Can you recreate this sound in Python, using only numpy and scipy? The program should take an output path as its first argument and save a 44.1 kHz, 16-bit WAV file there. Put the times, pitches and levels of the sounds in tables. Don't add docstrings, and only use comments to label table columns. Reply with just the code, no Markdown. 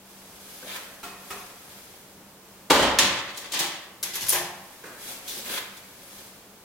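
import sys
import numpy as np
from scipy import signal
from scipy.fft import rfft, irfft, next_fast_len
from scipy.io import wavfile
from scipy.ndimage import uniform_filter1d

SR = 44100
rng = np.random.default_rng(int(sys.argv[2]) if len(sys.argv) > 2 else 0)


def wav_out(sig):
    wavfile.write(sys.argv[1], SR, np.round(np.clip(np.atleast_2d(sig).T, -1, 1) * 32767).astype(np.int16))


N = 292905

# (t/s, level/dB, contact length/s, brightness/dB per octave)
SLAM_BLOWS = [(2.6995, -24, 0.0039, -0.5), (2.702, -14.5, 0.0042, 1.5), (2.7062, -11, 0.004, -1.5),
              (2.7135, -19.5, 0.01, 3), (2.738, -27, 0.011, 8), (2.757, -25, 0.0045, 1),
              (2.793, -17.5, 0.022, -1), (2.824, -16, 0.024, -0.76)]
# (t/s, level/dB, contact length/s, brightness/dB per octave)
BOLT_BLOWS = [(2.9865, -11, 0.0037, 5), (2.992, -16, 0.0047, 0.5), (3.012, -25, 0.031, -3),
              (3.362, -37, 0.026, 11), (3.373, -32, 0.0093, 10), (3.519, -27.5, 0.0096, 8.5),
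              (3.534, -21.5, 0.014, 4.5), (3.570, -33, .008, 6), (3.591, -20.5, 0.0075, 12),
              (3.601, -24, 0.0062, 9)]
# (t/s, level/dB, contact length/s, brightness/dB per octave, ring re level/dB)
KEY_BLOWS = [(4.0284, -22, 0.0073, 0, -11), (4.134, -26, 0.049, -2.5, -22), (4.154, -27, 0.0072, 3.5, -20),
             (4.207, -25.5, 0.034, -2.5, -22), (4.223, -30.5, 0.027, -5, -25),
             (4.265, -30, .005, -1.5, -20), (4.284, -21, 0.0062, 3.5, -16), (4.293, -20.5, 0.0016, 3.5, 4),
             (4.302, -21, 0.015, -1, 2.5), (4.322, -17.5, 0.024, 2, -15)]
# (t/s, level/dB, contact length/s, brightness/dB per octave)
CLUNK_BLOWS = [(3.537, -45, 0.019, 4), (3.600, -27, 0.051, 2), (4.034, -36, 0.017, 8),
               (4.15, -38, 0.027, 4.5), (4.23, -42.5, 0.072, -8), (4.325, -24.5, 0.015, -0.5),
               (4.344, -23, 0.025, 1), (4.398, -31, 0.019, -3)]
# (t/s, level/dB, contact length/s, brightness/dB per octave)
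KNOCK_BLOWS = [(1.030, -28.5, 0.051, 1.5), (1.303, -28, 0.027, 1)]
# (t/s, level/dB, contact length/s, brightness/dB per octave)
FOOTFALLS = [(.625, -42, 0.0074, -3.5), (.752, -32.5, 0.027, 4), (2.15, -46.5, 0.049, -7),
             (4.838, -37.5, 0.006, 0), (4.853, -35.5, 0.035, 2.5), (5.362, -40.5, 0.02, -2.5),
             (5.495, -38, 0.015, -1.5)]
# (t/s, level/dB, contact length/s, brightness/dB per octave)
TROUSER_FLAPS = [(5.276, -26, 0.093, -0.5), (5.375, -32, 0.029, 2), (5.768, -41.5, 0.013, 1),
                 (6.18, -45, 0.007, 2)]

# (f/Hz, level/dB)
SLAM_SPECTRUM = [(25, -25), (42, -19), (66, -4), (98, -11), (165, -8), (280, 1.5), (450, -3.5), (570, 1.5),
                 (680, -5), (950, 1), (1500, -4.5), (2400, -7), (3200, -3), (5000, -10), (7000, -13),
                 (9000, -17.5), (15000, -27)]
# (f/Hz, level/dB)
BOLT_SPECTRUM = [(40, -36), (110, -12.5), (200, -9), (600, -11), (1150, -5.5), (1500, -9.5), (1850, -3.5),
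                 (2400, -7), (3200, -3.5), (4200, -7), (5400, -12.5), (6600, -13.5), (9500, -22.5),
                 (15000, -35)]
# (f/Hz, level/dB)
KEY_SPECTRUM = [(100, -25.5), (800, -13.5), (2200, -5), (3400, -1.5), (5000, 1.5), (6200, 3.5),
                (8400, -1.5), (11000, 3), (13000, 2), (15500, -9.5)]
# (f/Hz, level/dB)
CLUNK_SPECTRUM = [(40, -37), (76, -14), (98, -12), (160, -7), (240, -25), (370, -2), (480, -6.5), (620, -1),
                  (780, 1.5), (1050, 0.5), (1300, -8.5), (1800, -5), (3500, -7.5), (9000, -48)]
# (f/Hz, level/dB)
KNOCK_SPECTRUM = [(60, -10), (280, -7), (700, -13.5), (1100, 1), (1550, -12), (2500, -11), (3100, -12.5),
                  (7000, -18), (15000, -23.5)]
# (f/Hz, width/Hz, rise/dB)
KNOCK_RESONANCES = [(404, 45, 14.5), (720, 82, 18), (1373, 62, 10), (1830, 190, 8.5), (2520, 170, 9)]
# (f/Hz, level/dB)
FOOTFALL_SPECTRUM = [(40, -28), (130, -12.5), (230, 0.5), (330, -3), (500, 0.5), (750, -8.5), (1600, -4),
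                     (3000, -18.5), (15000, -31)]
# (f/Hz, level/dB)
SCUFF_SPECTRUM = [(100, -27), (400, -19), (800, -8), (1700, -1.5), (2600, -3.5), (3600, 0), (5500, -10.5),
                  (15000, -13.5)]
# (f/Hz, level/dB)
CLOTH_SPECTRUM = [(100, -10), (500, 3), (1200, -1.5), (2200, 1), (4200, 1.5), (7000, -0.5), (13000, 0.5),
                  (16000, -7)]
# (f/Hz, level/dB)
FLAP_SPECTRUM = [(200, -20), (1200, -25), (2200, -9), (3500, 3.5), (6000, -1.5), (15000, -5.5)]
# (f/Hz, level/dB)
AIR_SPECTRUM = [(20, -11), (60, -3.5), (120, 0), (190, -1.5), (260, 0), (450, 1), (1000, -3), (2000, -8),
                (5000, -10), (10000, -11.5), (16000, -11.5)]

# (f/Hz, level/dB, t60/s)
PANEL_MODES = [(215, -5, 1), (270, 1, 1), (313, 0, 1), (332, -1, .9), (368, 0, 1), (463, -2, 1),
               (549, 1, 1), (592, 2, 1.05), (748, -1, .9), (790, -3, 1), (845, 1, 1), (871, 1, 1),
               (899, -2, .9), (985, -1, .9), (1023, 0, 1), (1135, -2, 1.1), (1200, -3, 1.1), (1302, -1, 1),
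               (1790, -4, .85), (1825, -3, .9), (1925, -2, .85), (3107, -2, .7), (3238, -2, .65)]
# (f/Hz, level/dB, t60/s)
KEY_RING_MODES = [(9700, -15, 0.0083), (9870, 12, 0.016), (12000, -16, .015), (13750, 3, .015)]
# (f/Hz, level/dB, t60/s)
LOCK_CASE_MODES = [(165, -7.5, 0.76), (355, 6.5, 0.52), (700, -15, 0.73), (798, 2, 0.72), (857, -10, 1.1),
                   (940, 2, 0.34), (1640, 0.5, 0.58), (1790, 0, 0.86), (2533, 0.5, 0.42)]

# (start t/s, length/s, level/dB)
BOLTWORK_NOISES = [(3.11, 0.078, -32.5), (3.25, 0.57, -43.5), (3.53, 0.12, -30), (4.04, 0.34, -41),
                   (4.32, 0.091, -35.5)]
# (start t/s, length/s, level/dB)
SOLE_SCUFFS = [(.645, 0.12, -34), (1.66, .08, -51), (5.445, .14, -31)]
# (t at its fastest/s, length/s, level/dB)
CLOTH_RUSTLES = [(.58, 0.33, -44), (.8, 0.21, -49), (1.35, 0.2, -43.5), (1.74, .3, -49),
                 (5.095, 0.13, -36.5), (5.33, 0.13, -37), (5.515, 0.12, -33.5), (6.13, 0.33, -46)]
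# (start t/s, length/s, level/dB)
BODY_MOVES = [(0, 1.95, -52.5), (4.4, 1.45, -51)]

# (f/Hz, t60/s)
ROOM_DECAY = [(60, 0.91), (250, 0.52), (700, 0.98), (1800, 0.96), (3500, 0.65), (6000, 0.5), (12000, 0.35)]
# (f/Hz, side minus mid level/dB)
STEREO_WIDTH = [(60, -19), (250, -16.5), (500, -13), (1000, -7.5), (2000, -3), (4000, .5), (12000, -.5)]
# (f/Hz, left minus right level/dB)
STEREO_BALANCE = [(100, 2.5), (800, -0.5), (3000, 0), (7000, 0.5), (12000, 3)]

SWEEP_START_S, SWEEP_LENGTH_S, SWEEP_NOISE_DB = .62, 0.092, -42.5
SWEEP_START_HZ, SWEEP_OCTAVES_PER_S = 403, 15
AIR_DB, HUM_HZ, HUM_DB = -49.5, 194.2, -60
TOP_HZ = 15900


def slam():
    return blows(SLAM_BLOWS, SLAM_SPECTRUM, tail_db=-4.5)


def bolts():
    return blows(BOLT_BLOWS, BOLT_SPECTRUM, tail_db=-4.5)


def boltwork_noise():
    stretches = strokes(BOLTWORK_NOISES, attack_s=0.019, release_s=0.053)
    noise = rubbing(stretches, BOLT_SPECTRUM, grain_db=3.5, flutter_db=3.5)
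    return through(noise, room(tail_db=-21))


def panels(slam_ring_db=-7, bolt_ring_db=-12):
    strikes = undb(slam_ring_db) * taps(SLAM_BLOWS) + undb(bolt_ring_db) * taps(BOLT_BLOWS)
    return through(strikes, ring(PANEL_MODES))


def lock_case(ring_db=-6):
    clunks = blows(CLUNK_BLOWS, CLUNK_SPECTRUM, tail_db=-10.0)
    return clunks + undb(ring_db) * through(taps(CLUNK_BLOWS), ring(LOCK_CASE_MODES))


def knocks():
    return blows(KNOCK_BLOWS, KNOCK_SPECTRUM, tail_db=-9.5, peaks=KNOCK_RESONANCES)


def key(beam_db=-6, spread_db=-8):
    ticks = blows(KEY_BLOWS, KEY_SPECTRUM, tail_db=-7.0)
    strikes = taps([(s, db + ring_db) for s, db, _, _, ring_db in KEY_BLOWS])
    chime = through(strikes, ring(KEY_RING_MODES))
    return ticks + undb(beam_db) * chime + undb(spread_db) * through(chime, room(tail_db=-3))


def shoes():
    steps = blows(FOOTFALLS, FOOTFALL_SPECTRUM, tail_db=-7)
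    drag = strokes(SOLE_SCUFFS, attack_s=0.052, release_s=0.015)
    scuffs = rubbing(drag, SCUFF_SPECTRUM, grain_db=5, flutter_db=-1.0)
    return steps, sweep() + scuffs


def sweep(width_hz=130):
    age = np.clip(np.arange(N) / SR - SWEEP_START_S, 0, SWEEP_LENGTH_S)
    pitch = SWEEP_START_HZ * 2 ** (SWEEP_OCTAVES_PER_S * age)
    note = np.sin(2 * np.pi * np.cumsum(pitch) / SR)
    grain = shape(rng.standard_normal(N), lambda hz: np.exp(-(hz / width_hz) ** 2))
    swell = np.sin(np.pi * age / SWEEP_LENGTH_S)
    return note * grain / grain.std() * undb(SWEEP_NOISE_DB) * swell


def clothes():
    flaps = blows(TROUSER_FLAPS, FLAP_SPECTRUM, tail_db=-10)
    walking = strokes(BODY_MOVES, attack_s=0.086, release_s=0.15)
    stir = np.hypot(swells(CLOTH_RUSTLES), walking)
    return flaps, rubbing(stir, CLOTH_SPECTRUM, grain_db=1.5, flutter_db=1)


def footwork():
    steps, soles = shoes()
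    flaps, rustle = clothes()
    return steps + flaps + through(soles + rustle, room(tail_db=-11.0))


def ventilation(hum_width_hz=14):
    air = through(diffuse(N), causal(AIR_SPECTRUM)) * undb(.5 * walk(9))
    hum = shape(diffuse(N), lambda hz: 1 / (1 + (2 * (hz - HUM_HZ) / hum_width_hz) ** 2))
    return undb(AIR_DB) * air + undb(HUM_DB) * hum / hum.std()


def contact(length_s, grit_db=3, size=8192):
    t = np.arange(size) / SR
    fade = (1 - np.exp(-t / .0005)) * np.exp(-(t / max(length_s, 1e-3)) ** 1.04)
    grit = undb(grit_db * np.repeat(rng.standard_normal(size // 32), 32))
    burst = rng.standard_normal(size) * np.sqrt(fade) * grit
    even = irfft(np.exp(1j * np.angle(rfft(burst))))
    return unit(even * np.sqrt(fade))


def blows(rows, colour, tail_db, peaks=()):
    out = np.zeros((2, N + 2 * SR))
    for s, db, length_s, tilt_db, *_ in rows:
        hit = unit(signal.fftconvolve(contact(length_s), causal(colour, tilt_db, peaks)))
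        heard = through(hit, room(tail_db))
        start = int(s * SR)
        out[:, start:start + heard.shape[1]] += undb(db) * np.sqrt(SR / 100) * heard
    return out[:, :N]


def taps(rows):
    out = np.zeros(N)
    for s, db, *_ in rows:
        out[int(s * SR)] = undb(db) * np.sqrt(SR / 100)
    return out


def ring(modes):
    t = np.arange(SR) / SR
    total = np.zeros(SR)
    for hz, db, t60 in modes:
        tone = np.sin(2 * np.pi * (hz * t + rng.random()))
        total += undb(db) * tone * np.exp(-np.log(1000) * t / t60)
    return unit(total)


def rubbing(gain, colour, grain_db, flutter_db):
    slips = diffuse(N) * undb(grain_db * walk(900))
    rub = through(slips / slips.std(), causal(colour))
    return rub * gain * undb(flutter_db * walk(45))


def strokes(rows, attack_s, release_s):
    t = np.arange(N) / SR
    power = np.zeros(N)
    for s, length_s, db in rows:
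        rise = np.clip((t - s) / attack_s, 0, 1)
        fall = np.exp(-np.maximum(t - s - length_s, 0) / release_s)
        power += (undb(db) * rise * fall) ** 2
    return np.sqrt(power)


def swells(rows):
    t = np.arange(N) / SR
    power = np.zeros(N)
    for s, length_s, db in rows:
        power += undb(db) ** 2 * np.exp(-(2 * (t - s) / length_s) ** 2)
    return np.sqrt(power)


def room(tail_db, direct_db=-6, early_db=-2.5, early_s=0.0092, build_s=0.016, size=36000):
    t = np.arange(size) / SR
    hz, t60 = np.transpose(ROOM_DECAY)
    octave = np.log2(np.maximum(np.fft.rfftfreq(size, 1 / SR), 1))
    spectrum, tail = rfft(diffuse(size)), 0
    for share, seconds in zip(np.eye(len(hz)), t60):
        band = irfft(spectrum * np.interp(octave, np.log2(hz), share))
        tail = tail + band * np.exp(-np.log(1000) * t / seconds)
    response = undb(tail_db) * tail * (1 - np.exp(-t / build_s)) / np.sqrt(SR / 100)
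    soon = t[:size // 20]
    bounces = diffuse(len(soon)) * np.exp(-soon / early_s) * (soon > .001)
    response[:, :len(soon)] += undb(early_db) * np.sqrt(2) * unit(bounces)
    response[:, 0] += undb(direct_db)
    return response


def diffuse(n):
    mid, side = rng.standard_normal((2, n))
    side = shape(side, lambda hz: undb(along(STEREO_WIDTH, hz)))
    both = np.array([mid + side, mid - side])
    return shape(both, lambda hz: 1 / np.hypot(1, undb(along(STEREO_WIDTH, hz))))


def walk(rate):
    k = int(SR / rate)
    return uniform_filter1d(np.repeat(rng.standard_normal(N // k + 1), k), k)[:N]


def causal(colour, tilt_db=0, peaks=(), size=8192):
    hz = np.fft.rfftfreq(size, 1 / SR)
    db = along(colour, hz) + tilt_db * np.log2(np.maximum(hz, 100))
    for centre, width, rise in peaks:
        db = db + rise / (1 + (2 * (hz - centre) / width) ** 2)
    cepstrum = irfft(np.log(undb(db)))
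    cepstrum[1:size // 2] *= 2
    cepstrum[size // 2 + 1:] = 0
    return unit(irfft(np.exp(rfft(cepstrum))))


def through(x, response):
    return signal.fftconvolve(np.atleast_2d(x), np.atleast_2d(response), axes=1)[:, :N]


def shape(x, gain_at):
    n = next_fast_len(x.shape[-1], True)
    return irfft(rfft(x, n) * gain_at(np.fft.rfftfreq(n, 1 / SR)), n)[..., :x.shape[-1]]


def along(points, hz):
    f, value = np.transpose(points)
    return np.interp(np.log(np.maximum(hz, 1)), np.log(f), value)


def unit(x):
    return x / np.sqrt(np.sum(x ** 2))


def undb(db):
    return 10 ** (np.asarray(db) / 20)


def scene():
    cabinet = slam() + bolts() + boltwork_noise() + panels() + lock_case() + knocks()
    near = cabinet + key() + footwork()
    balanced = []
    for channel, side in zip(near, (1, -1)):
        balanced.append(shape(channel, lambda hz: undb(side * along(STEREO_BALANCE, hz) / 2)))
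    return np.array(balanced) + ventilation()


def record(dry):
    return signal.sosfilt(signal.ellip(10, .2, 80, TOP_HZ, fs=SR, output="sos"), dry)


dry = scene()
out = record(dry)
wav_out(out)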